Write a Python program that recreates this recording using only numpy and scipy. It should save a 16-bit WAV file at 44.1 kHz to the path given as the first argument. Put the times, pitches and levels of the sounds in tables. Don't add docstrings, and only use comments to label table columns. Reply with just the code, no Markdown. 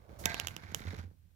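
import sys
import numpy as np
from scipy import signal
from scipy.fft import rfft, irfft, next_fast_len
from scipy.io import wavfile
from scipy.ndimage import map_coordinates

SR = 44100
rng = np.random.default_rng(int(sys.argv[2]) if len(sys.argv) > 2 else 0)


def inscribe(sig):
    pcm = np.round(np.clip(np.atleast_2d(sig).T, -1, 1) * 32767)
    wavfile.write(sys.argv[1], SR, pcm.astype(np.int16))


N = 59535

# f/Hz, left over right/dB
LEFT_SHADE = [(60, -7), (250, -8), (700, -5), (1300, -4.5), (2200, -9.5), (4000, -2), (7500, -13),
              (10000, -1.5), (12500, -8.5), (15000, -30.5)]


def amp(db):
    return 10 ** (np.asarray(db) / 20)


def unit(x):
    return x / np.sqrt(np.mean(x ** 2) + 1e-20)


def along(points, hz):
    knots_hz, values = np.transpose(points)
    return np.interp(np.log(hz + 1), np.log(knots_hz + 1), values)


def envelope(points):
    return amp(np.interp(np.arange(N) / SR, *np.transpose(points)))


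def wobble(knots_per_s):
    return map_coordinates(rng.standard_normal(4096), [np.arange(N) * knots_per_s / SR], mode="wrap")


def filtered(x, response):
    size = next_fast_len(N + SR // 2)
    return irfft(rfft(x, size) * response(np.fft.rfftfreq(size, 1 / SR)), size)[..., :N]


def add(track, start_s, sound):
    part = track[..., max(0, round(start_s * SR)):][..., :sound.shape[-1]]
    part += sound[..., :part.shape[-1]]


def burst(length_s, colour_db, bass_lag_s=0, size=4096):
    hz = np.fft.rfftfreq(size, 1 / SR)
    scatter = map_coordinates(rng.standard_normal(256), [hz * length_s / 2], mode="wrap")
    delay_s = length_s * (1 + .38 * scatter) + bass_lag_s * np.exp(-hz / 1500)
    lag_rad = 2 * np.pi * np.cumsum(delay_s) * SR / size
    cepstrum = irfft(np.log(amp(colour_db(hz))))
    cepstrum[1:size // 2] *= 2
    cepstrum[size // 2 + 1:] = 0
    sound = irfft(np.exp(rfft(cepstrum) - 1j * lag_rad))[:size // 2]
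    return sound / np.linalg.norm(sound) * np.sqrt(length_s * SR)


def spread(pair, colour):
    # f/Hz, coherence
    coherence = [(90, .95), (300, 0.2), (1000, .35), (4000, 0.16), (12000, 0.26)]

    def mid_side_gains(hz):
        angle = np.arccos(np.clip(along(coherence, hz), -1, 1)) / 2
        return amp(along(colour, hz)) * [np.cos(angle), np.sin(angle)]

    mid, side = filtered(pair, mid_side_gains)
    return unit(np.array([mid + side, mid - side]))


def from_right(x, shade, lag_s=0.0003394):
    def response(hz):
        left = amp(along(shade, hz)) * np.exp(-2j * np.pi * hz * lag_s)
        return np.array([left, np.ones(len(hz))])

    return filtered(x, response)


def room(x):
    # f/Hz, T60/s
    decay = [(150, .3), (2000, 0.11), (12000, 0.086)]
    hz, t, spectra = signal.stft(rng.standard_normal((2, SR // 2)), SR, nperseg=256)
    tail = signal.istft(spectra * amp(-60 * t / along(decay, hz)[:, None]), SR, nperseg=256)[1]
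    tail /= np.linalg.norm(tail[0])
    return from_right(signal.fftconvolve(x[None], tail, axes=1)[:, :N], LEFT_SHADE)


def room_noise(level_db=-60.5):
    # f/Hz, level/dB
    colour = [(20, 29.5), (80, 39.5), (170, 28.5), (400, -2.5), (3000, -3.5), (8500, -8), (15500, -3),
              (16500, -29.5)]
    # f/Hz, left over right/dB
    shade = [(150, -15), (500, 0.5)]
    return amp(level_db) * from_right(spread(rng.standard_normal((2, N)), colour), shade)


def hisses(rise_s=0.0096):
    # start/s, fade time/s, level/dB
    events = [(0.186, 0.061, -50), (0.474, 0.052, -57), (0.754, 0.06, -56.5)]
    # f/Hz, level/dB
    colour = [(3000, -8), (7000, -1.5), (9000, -7), (12000, -2.5), (15500, -4.5), (16500, -27)]
    gain, t = np.zeros(N), np.arange(N) / SR
    for start_s, fade_s, db in events:
        age_s = t - start_s
        gain += amp(db) * np.clip(age_s / rise_s, 0, 1) * np.exp(-(age_s / fade_s) ** 2)
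    return gain * spread(rng.standard_normal((2, N)), colour)


def brush():
    # t/s, level/dB
    levels = [(0, -66), (.085, -60.5), (.1, -55), (.18, -57.5), (.23, -49), (.36, -96.5)]
    # f/Hz, level/dB
    colour = [(200, -17), (450, -1.5), (590, -0.5), (800, -9), (1200, -10), (2200, -37)]
    return envelope(levels) * spread(rng.standard_normal((2, N)), colour)


def drag(lumps_db=1.5, lumps_per_s=40):
    # t/s, level/dB
    levels = [(0, -61.5), (.08, -68), (.1, -51), (.17, -57), (.21, -45), (.29, -52.5), (.39, -50),
              (.6, -51.5), (.85, -50), (1.02, -49), (1.17, -73)]
    # f/Hz, level/dB
    colour = [(20, -19), (45, -5.5), (70, -1.5), (130, -5.5), (170, -8), (280, -15.5), (450, -20),
              (1000, -36), (3000, -54.5)]
    friction = rng.standard_normal((2, N)) * amp(lumps_db * wobble(lumps_per_s))
    return envelope(levels) * spread(friction, colour)


def boom(pitch_hz=89.8, wander_hz=3.5, t60_s=0.22):
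    # t/s, level/dB, rise/s
    shoves = [(0.243, -37, 0.017), (0.43, -41, 0.0044), (.485, -46, 0.017), (0.622, -45.5, 0.037),
              (0.71, -44.5, 0.036), (0.848, -34, 0.036), (0.974, -37, 0.02), (1.045, -43, 0.012),
              (1.19, -56, .01)]
    swell, t = np.zeros(N), np.arange(N) / SR
    for start_s, db, rise_s in shoves:
        decay_db = 60 * np.maximum(t - rise_s, 0) / t60_s
        add(swell, start_s, np.minimum(t / rise_s, 1) * amp(db - decay_db))
    phase = 2 * np.pi * np.cumsum(pitch_hz + wander_hz * wobble(16)) / SR
    return np.sqrt(2) * swell * np.sin(phase)


def bumps(length_s=0.005, room_db=-10.5):
    # t/s, level/dB
    contacts = [(.088, -48), (0.125, -49.5), (0.21, -43), (0.2537, -32), (.294, -40.5), (.339, -43),
                (.560, -43.5), (0.628, -48.5), (0.716, -41.5), (.742, -41.5), (0.803, -41), (0.85, -42.5),
                (.874, -40), (0.929, -38.5), (0.986, -42.5), (1.036, -51), (1.073, -53.5), (1.108, -53)]
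    # f/Hz, level/dB
    colour = [(30, -21), (90, -3.5), (170, 4.5), (300, -6), (450, -10), (700, -18.5), (1500, -25),
              (5000, -61)]
    out = np.zeros(N)
    for start_s, db in contacts:
        add(out, start_s, amp(db) * burst(length_s, lambda hz: along(colour, hz)))
    return from_right(out, LEFT_SHADE) + amp(room_db) * room(out)


def clunk(start_s=.932, pitch_hz=432, level_db=-39, t60_s=0.092):
    out, t = np.zeros(N), np.arange(N) / SR
    add(out, start_s, amp(level_db - 60 * t / t60_s) * np.sin(2 * np.pi * pitch_hz * t))
    return out


def ring(knock_s, level_db=-41, wander_hz=6):
    # f/Hz, relative level/dB, T60/s
    modes = [(600, -2, .35), (654, -8, .55), (700, -3, .55), (893, -5.5, .55), (1586, 3, 0.46),
             (1624, 1, 0.33), (1735, 2, .33), (1902, -1.5, .28), (1955, -0.5, 0.14), (2007, 1, .38),
             (2152, -2.5, 0.51)]
    out, t = np.zeros((2, N)), np.arange(N) / SR
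    for hz, db, t60_s in modes:
        phase = 2 * np.pi * (np.cumsum(hz + wander_hz * wobble(60)) / SR + rng.random())
        channel_rad = rng.normal(0, 0.85, (2, 1))
        add(out, knock_s, amp(level_db + db - 60 * t / t60_s) * np.sin(phase + channel_rad))
    return out


def grit(peak_s=.37, width_s=.075, level_db=-51.5, centre_hz=4100, width_hz=700, flutter_db=3):
    t = np.arange(N) / SR
    friction = rng.standard_normal((2, N)) * amp(flutter_db * wobble(250))
    rasp = filtered(friction, lambda hz: np.exp(-((hz - centre_hz) / width_hz) ** 2))
    return amp(level_db) * np.exp(-((t - peak_s) / width_s) ** 2) * unit(rasp)


def scrape(grains_per_s=2500, grain_spread_db=4, smooth_gain=0.34, flutter_db=2, flutter_per_s=130):
    # t/s, level/dB
    levels = [(0, -69.5), (.087, -77), (.094, -63.5), (.18, -64.5), (.23, -59.5), (.243, -49), (.3, -43.5),
              (.335, -44.5), (.44, -48.5), (.55, -58), (.64, -53.5), (.69, -56.5), (.89, -51.5), (1.0, -52),
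              (1.14, -86)]
    # f/Hz, level/dB
    colour = [(100, -22.5), (500, -3), (850, 0.5), (1300, -0.5), (1550, 5.5), (1800, -0.5), (2150, 1.5),
              (2700, -7.5), (4400, -9), (7000, -14), (8500, -28), (11500, -20), (16000, -31.5)]
    hits = rng.random((2, N)) < grains_per_s / SR
    grains = hits * rng.standard_normal((2, N)) * amp(grain_spread_db * rng.standard_normal((2, N)))
    friction = unit(grains) + smooth_gain * rng.standard_normal((2, N))
    friction *= amp(flutter_db * wobble(flutter_per_s))
    return envelope(levels) * spread(friction, colour)


def catches(length_s=.0012, bass_lag_s=.009, stroke_s=(.635, .755), stroke_db=-47.5, stroke_ribs=10):
    # t/s, level/dB
    events = [(0.092, -61.5), (0.2379, -36), (0.2949, -31), (0.3007, -31.5), (.3080, -31.5), (.3165, -32),
              (.7918, -40), (.8172, -39.5), (.8250, -48.5), (.8385, -42.5), (0.8681, -37.5), (.8815, -39),
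              (.9045, -38), (.9115, -44.5), (0.945, -42)]
    # f/Hz, level/dB
    colour = [(600, -11), (1500, -2), (2200, 5), (2750, -19), (3900, -4), (4700, -15), (7200, -17.5),
              (9000, -34.5)]
    out = np.zeros(N)
    for start_s, db in events:
        pitch_ratio = np.exp(.04 * rng.standard_normal())
        tick = burst(length_s, lambda hz: along(colour, hz / pitch_ratio), bass_lag_s)
        add(out, start_s, amp(db) * tick)
    dull_db = lambda hz: along(colour, hz) - 9 * (hz > 2800)
    for rib_s in np.linspace(*stroke_s, stroke_ribs):
        start_s = rib_s + rng.normal(0, 0.003)
        gain = amp(stroke_db + rng.normal(0, 1.7))
        add(out, start_s, gain * burst(length_s, dull_db, bass_lag_s))
    return out


def snaps(knock_s, length_s=.001, peak_width_hz=380, crunch_db=-35, crunch_s=.005, room_db=-15.5):
    # t/s, level/dB, body/dB, treble/dB, right over left/dB, lower f/Hz, upper f/Hz
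    ribs = [(.2560, -15, -7, 4.5, 2, 3540, 6100), (.2584, -16.5, -3, -7, 15.5, 2390, 5440),
            (0.3433, -23.5, 1.5, -8, 8, 2640, 5500), (0.3983, -20, -7, -5, 10.5, 2830, 5230),
            (0.4706, -22, -4, -1.5, 9, 2950, 6600), (.4829, -29.5, -3.5, -8, 7, 2930, 6500),
            (0.5643, -29, -1, -3.5, 8, 2870, 5240), (.7460, -19.5, 0.5, 2, 10, 3060, 6860)]
    # t/s, level/dB
    ticks = [(0.255, -33), (0.2981, -39), (.7180, -48.5), (.8045, -47), (.8500, -51), (0.8897, -50),
             (.9640, -51), (.9898, -49.5)]
    # f/Hz, level/dB
    colour = [(100, -10), (600, -.5), (1800, -4), (3700, -2), (4500, -9.5), (5300, -3), (7200, 0),
              (8600, -15), (12000, -6), (16500, -17.5)]
    # f/Hz, share of body gain
    body_shelf = [(900, 1), (2200, 0)]
    # f/Hz, share of treble gain
    treble_shelf = [(3300, 0.033), (5500, 0.91)]
    # f/Hz, left over right/dB
    shade = [(500, -0.5), (4000, -5), (7000, -11), (10000, 0.5), (12500, -10), (16000, -27)]
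    out, t = np.zeros((2, N)), np.arange(N) / SR
    peak = lambda hz, centre_hz: np.exp(-((hz - centre_hz) / peak_width_hz) ** 2)
    for start_s, db, body_db, treble_db, right_db, lower_hz, upper_hz in ribs:
        def rib_db(hz):
            peaks_db = 8.5 * peak(hz, lower_hz) + 4 * peak(hz, upper_hz)
            shelves_db = body_db * along(body_shelf, hz) + treble_db * along(treble_shelf, hz)
            return along(colour, hz) + peaks_db + shelves_db

        add(out, start_s, amp([[db - right_db], [db]]) * burst(length_s, rib_db))
    for start_s, db in ticks:
        add(out, start_s, amp([[db - 11], [db]]) * burst(length_s, lambda hz: along(colour, hz)))
    crunch = np.exp(-t / crunch_s) * spread(rng.standard_normal((2, N)), colour)
    add(out, knock_s, amp(crunch_db) * crunch)
    return from_right(out, shade) + amp(room_db) * room(out[1])


def scene(knock_s=.2575):
    board = scrape() + catches() + grit() + clunk() + brush() + drag()
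    board += boom() + ring(knock_s) + hisses()
    return room_noise() + from_right(board, LEFT_SHADE) + snaps(knock_s) + bumps()


def record(dry, cutoff_hz=17000):
    return filtered(dry, lambda hz: hz < cutoff_hz)


dry = scene()
out = record(dry)
inscribe(out)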